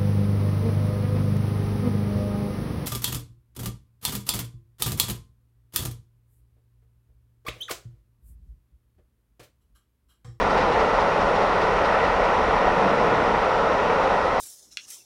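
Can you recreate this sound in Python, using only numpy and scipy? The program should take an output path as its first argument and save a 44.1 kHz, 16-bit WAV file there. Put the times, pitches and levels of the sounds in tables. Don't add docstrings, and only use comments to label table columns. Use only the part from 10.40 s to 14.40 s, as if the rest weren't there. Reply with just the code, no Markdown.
import sys
import numpy as np
from scipy import signal
from scipy.fft import rfft, irfft
from scipy.io import wavfile
from scipy.ndimage import uniform_filter1d

SR = 44100
rng = np.random.default_rng(int(sys.argv[2]) if len(sys.argv) > 2 else 0)


def digitize_waveform(pressure):
    field = np.atleast_2d(pressure).T
    bounded = np.clip(field, -1, 1)
    quanta = np.round(bounded * 32767).astype(np.int16)
    wavfile.write(sys.argv[1], SR, quanta)


N = 176400
T = np.arange(N) / SR
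HZ = np.fft.rfftfreq(N, 1 / SR)


def amp(db):
    return 10 ** (np.asarray(db) / 20)


def unit(x):
    return x / np.sqrt(np.mean(x ** 2) + 1e-20)


def curve(points, t):
    return np.interp(t, *np.transpose(points))


def shaped(x, spectrum):
    hz, db = np.transpose(spectrum)
    gain = amp(np.interp(np.log(HZ + 1), np.log(hz), db))
    return unit(irfft(rfft(x) * gain, N))


def noise(spectrum):
    return shaped(rng.standard_normal(N), spectrum)


def ring(hz, width_hz):
    response = 1 / (1 + ((HZ - hz) / width_hz) ** 2)
    return unit(irfft(rfft(rng.standard_normal(N)) * response, N))


def rush(spectrum, patchy_db, flutter_db, extra_db=lambda hz, t: 0):
    hz, t, bins = signal.stft(rng.standard_normal(N), SR, nperseg=1024, noverlap=768)
    patches = uniform_filter1d(rng.standard_normal(bins.shape), size=9, axis=0)
    patches = unit(uniform_filter1d(patches, size=14, axis=1))
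    flutter = unit(uniform_filter1d(rng.standard_normal(len(t)), size=5))
    bins *= amp(patchy_db * patches + flutter_db * flutter + extra_db(hz[:, None], t))
    _, uneven = signal.istft(bins, SR, nperseg=1024, noverlap=768)
    return shaped(uneven[:N], spectrum)


def bursts(events, rise_s, hold_s, decay_s):
    envelope = np.zeros(N)
    for start_s, db in events:
        age_s = T - start_s
        attack = np.clip(age_s / rise_s, 0, 1)
        release = np.exp(-np.maximum(age_s - rise_s - hold_s, 0) / decay_s)
        envelope += amp(db) * attack * release
    return envelope


def band(hz, centre_hz, width_oct):
    return np.exp(-.5 * (np.log2((hz + 1) / centre_hz) / width_oct) ** 2)


# (frequency [Hz], relative level [dB])
ROAR_SPECTRUM = [(100, -28), (250, -15), (378, -9), (430, -0.6), (530, 1), (660, -2.5), (870, -1),
                 (1000, -1.5), (1110, -6), (1250, -6), (1305, -3), (1440, -7.5), (1505, -7.5),
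                 (1580, -17.5), (1700, -13.5), (1890, -11), (2010, -12.5), (2100, -16), (2700, -20),
                 (3300, -29.5), (4500, -39), (7000, -54), (12000, -70.5)]
# (time [s], level [dB])
ROAR_DB = [(0, -21.5), (.4, -19.8), (.75, -20), (1.3, -19.5), (1.9, -20.5), (2.3, -20), (3.05, -20),
           (3.3, -21), (3.7, -20), (4, -21.5)]
# (time [s], gain [dB])
WHEEL_RING_DB = [(0, 0.5), (.9, -1.8), (1.6, 1), (2.3, .5), (3, -0.4), (4, -1.3)]
# (time [s], gain [dB])
RAIL_RING_DB = [(0, 0.7), (.45, 1.2), (.72, -0.3), (1.3, -2), (1.8, -0.2), (2.25, 2.2), (2.47, -0.5),
                (2.95, 1.5), (3.3, 0.5), (4, -0.5)]


def rolling_roar():
    def rings_db(hz, t):
        wheel_db = curve(WHEEL_RING_DB, t) * band(hz, centre_hz=2100, width_oct=.45)
        rail_db = curve(RAIL_RING_DB, t) * band(hz, centre_hz=880, width_oct=.21)
        return wheel_db + rail_db
    roar = rush(ROAR_SPECTRUM, patchy_db=.53, flutter_db=.05, extra_db=rings_db)
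    return amp(curve(ROAR_DB, T)) * roar


# (frequency [Hz], relative level [dB])
DRUM_SPECTRUM = [(40, -23), (90, -3.5), (140, -6.5), (168, 0), (195, -1), (225, 0), (300, -2.5),
                 (360, -3.5), (600, -29), (1500, -62)]
# (time [s], level [dB])
DRUMMING_DB = [(0, -34), (.2, -32), (.5, -37), (1, -35.5), (1.5, -36), (1.85, -36.5), (2.3, -33),
               (2.75, -30), (3.1, -36.5), (3.7, -37.5), (4, -40.5)]


def coach_drumming():
    bodies = amp(curve(DRUMMING_DB, T)) * noise(DRUM_SPECTRUM)
    panel = amp(-41.5) * ring(hz=184.2, width_hz=22)
    return bodies + panel


def coach_boom(centre_hz=197, rise_hz_per_s=70, waver_hz=4.93, peak_s=2.45, span_s=.1):
    waver = unit(uniform_filter1d(rng.standard_normal(N), size=2000))
    pitch_hz = centre_hz + rise_hz_per_s * (T - peak_s) + waver_hz * waver
    hum = unit(np.sin(2 * np.pi * np.cumsum(pitch_hz) / SR))
    swell = np.exp(-((T - peak_s) / span_s) ** 2)
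    return amp(-31) * swell * hum


# (time [s], relative level [dB])
KNOCK_EVENTS = [(.34, 1.5), (.61, 0), (1.02, -9), (1.53, -7.5), (2.26, 2.5), (2.37, -15), (2.7, -1),
                (3.49, 2.5)]
# (frequency [Hz], relative level [dB])
KNOCK_SPECTRUM = [(30, -4), (300, -11.5), (450, 4.5), (800, 4.5), (1300, -9.5), (1700, -6), (3000, -28),
                  (8000, -60)]


def gear_knocks():
    envelope = bursts(KNOCK_EVENTS, rise_s=.008, hold_s=.012, decay_s=.03)
    return amp(-24.5) * envelope * noise(KNOCK_SPECTRUM)


# (frequency [Hz], relative level [dB])
RATTLE_SPECTRUM = [(300, -16), (900, 8), (1400, 2), (1620, -1), (1950, -2.5), (2700, -5), (4000, -16),
                   (7000, -35), (12000, -61)]


def gear_rattle(hits_per_s=70, spread_db=3, decay_s=.006):
    hits = rng.random(N) < hits_per_s / SR
    strength = amp(spread_db * np.minimum(rng.exponential(1, N), 3))
    envelope = signal.lfilter([1], [1, -np.exp(-1 / (decay_s * SR))], hits * strength)
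    return amp(-40.5) * shaped(envelope * rng.standard_normal(N), RATTLE_SPECTRUM)


# (time [s], relative level [dB])
PUFF_EVENTS = [(0, -1.5), (.095, -1), (.165, 1), (.205, -6), (.31, -2.5), (.385, -0.5), (.525, -8),
               (.59, -3), (.795, -1), (.94, -1.5), (1.0, -3.5), (1.205, -2), (1.355, -4), (1.435, -1.5),
               (1.63, -2), (1.83, -5), (1.93, -7), (2.48, -7)]
# (frequency [Hz], relative level [dB])
PUFF_SPECTRUM = [(150, -7), (500, 1.5), (1000, 2.5), (1700, -2.5), (2700, -8), (4200, -13), (5500, -17),
                 (7500, -31), (10000, -39.5), (11000, -54), (12500, -69)]


def steam_puffs():
    envelope = bursts(PUFF_EVENTS, rise_s=.012, hold_s=.01, decay_s=.025)
    return amp(-29) * envelope * noise(PUFF_SPECTRUM)


# (frequency [Hz], relative level [dB])
TRACK_SPECTRUM = [(8, -21), (22, -6.5), (40, 4), (55, -3), (80, -5), (120, -12), (250, -22), (800, -70.5)]
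# (time [s], level [dB])
TRACK_DB = [(0, -35), (.7, -37), (1.3, -38), (1.85, -36.5), (2.1, -33.5), (2.45, -39.5), (2.85, -36.5),
            (3.2, -39.5), (4, -38.5)]


def track_rumble():
    return amp(curve(TRACK_DB, T)) * noise(TRACK_SPECTRUM)


# (frequency [Hz], width [Hz], starting level [dB])
WHEEL_RESONANCES = [(1906, 70, -44), (4060, 50, -63), (5640, 78, -58.5)]


def wheel_tones():
    return sum(amp(db) * ring(hz, width_hz) for hz, width_hz, db in WHEEL_RESONANCES)


# (frequency [Hz], relative level [dB])
HISS_SPECTRUM = [(1000, -12), (2500, -1.5), (3100, 1.5), (3450, 1.5), (3700, 2), (4050, -.5), (4400, -3),
                 (5300, -4), (5800, -6), (6300, -10), (7000, -14.5), (7600, -18.5), (9900, -20.5),
                 (10400, -25), (11000, -42), (11600, -42), (12200, -49)]


def hiss():
    return amp(-42) * rush(HISS_SPECTRUM, patchy_db=.7, flutter_db=.17)


def scene():
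    fade_db_per_s = .24
    train = rolling_roar() + coach_drumming() + coach_boom()
    train += gear_knocks() + gear_rattle() + steam_puffs() + track_rumble()
    treble = amp(-fade_db_per_s * T) * (wheel_tones() + hiss())
    return (train + treble)[None]


def record(dry):
    cutoff_hz = 11700
    lowpass = signal.firwin(511, cutoff_hz, window=("kaiser", 9), fs=SR)
    return signal.oaconvolve(dry, lowpass[None], "same")


dry = scene()
out = record(dry)
digitize_waveform(out)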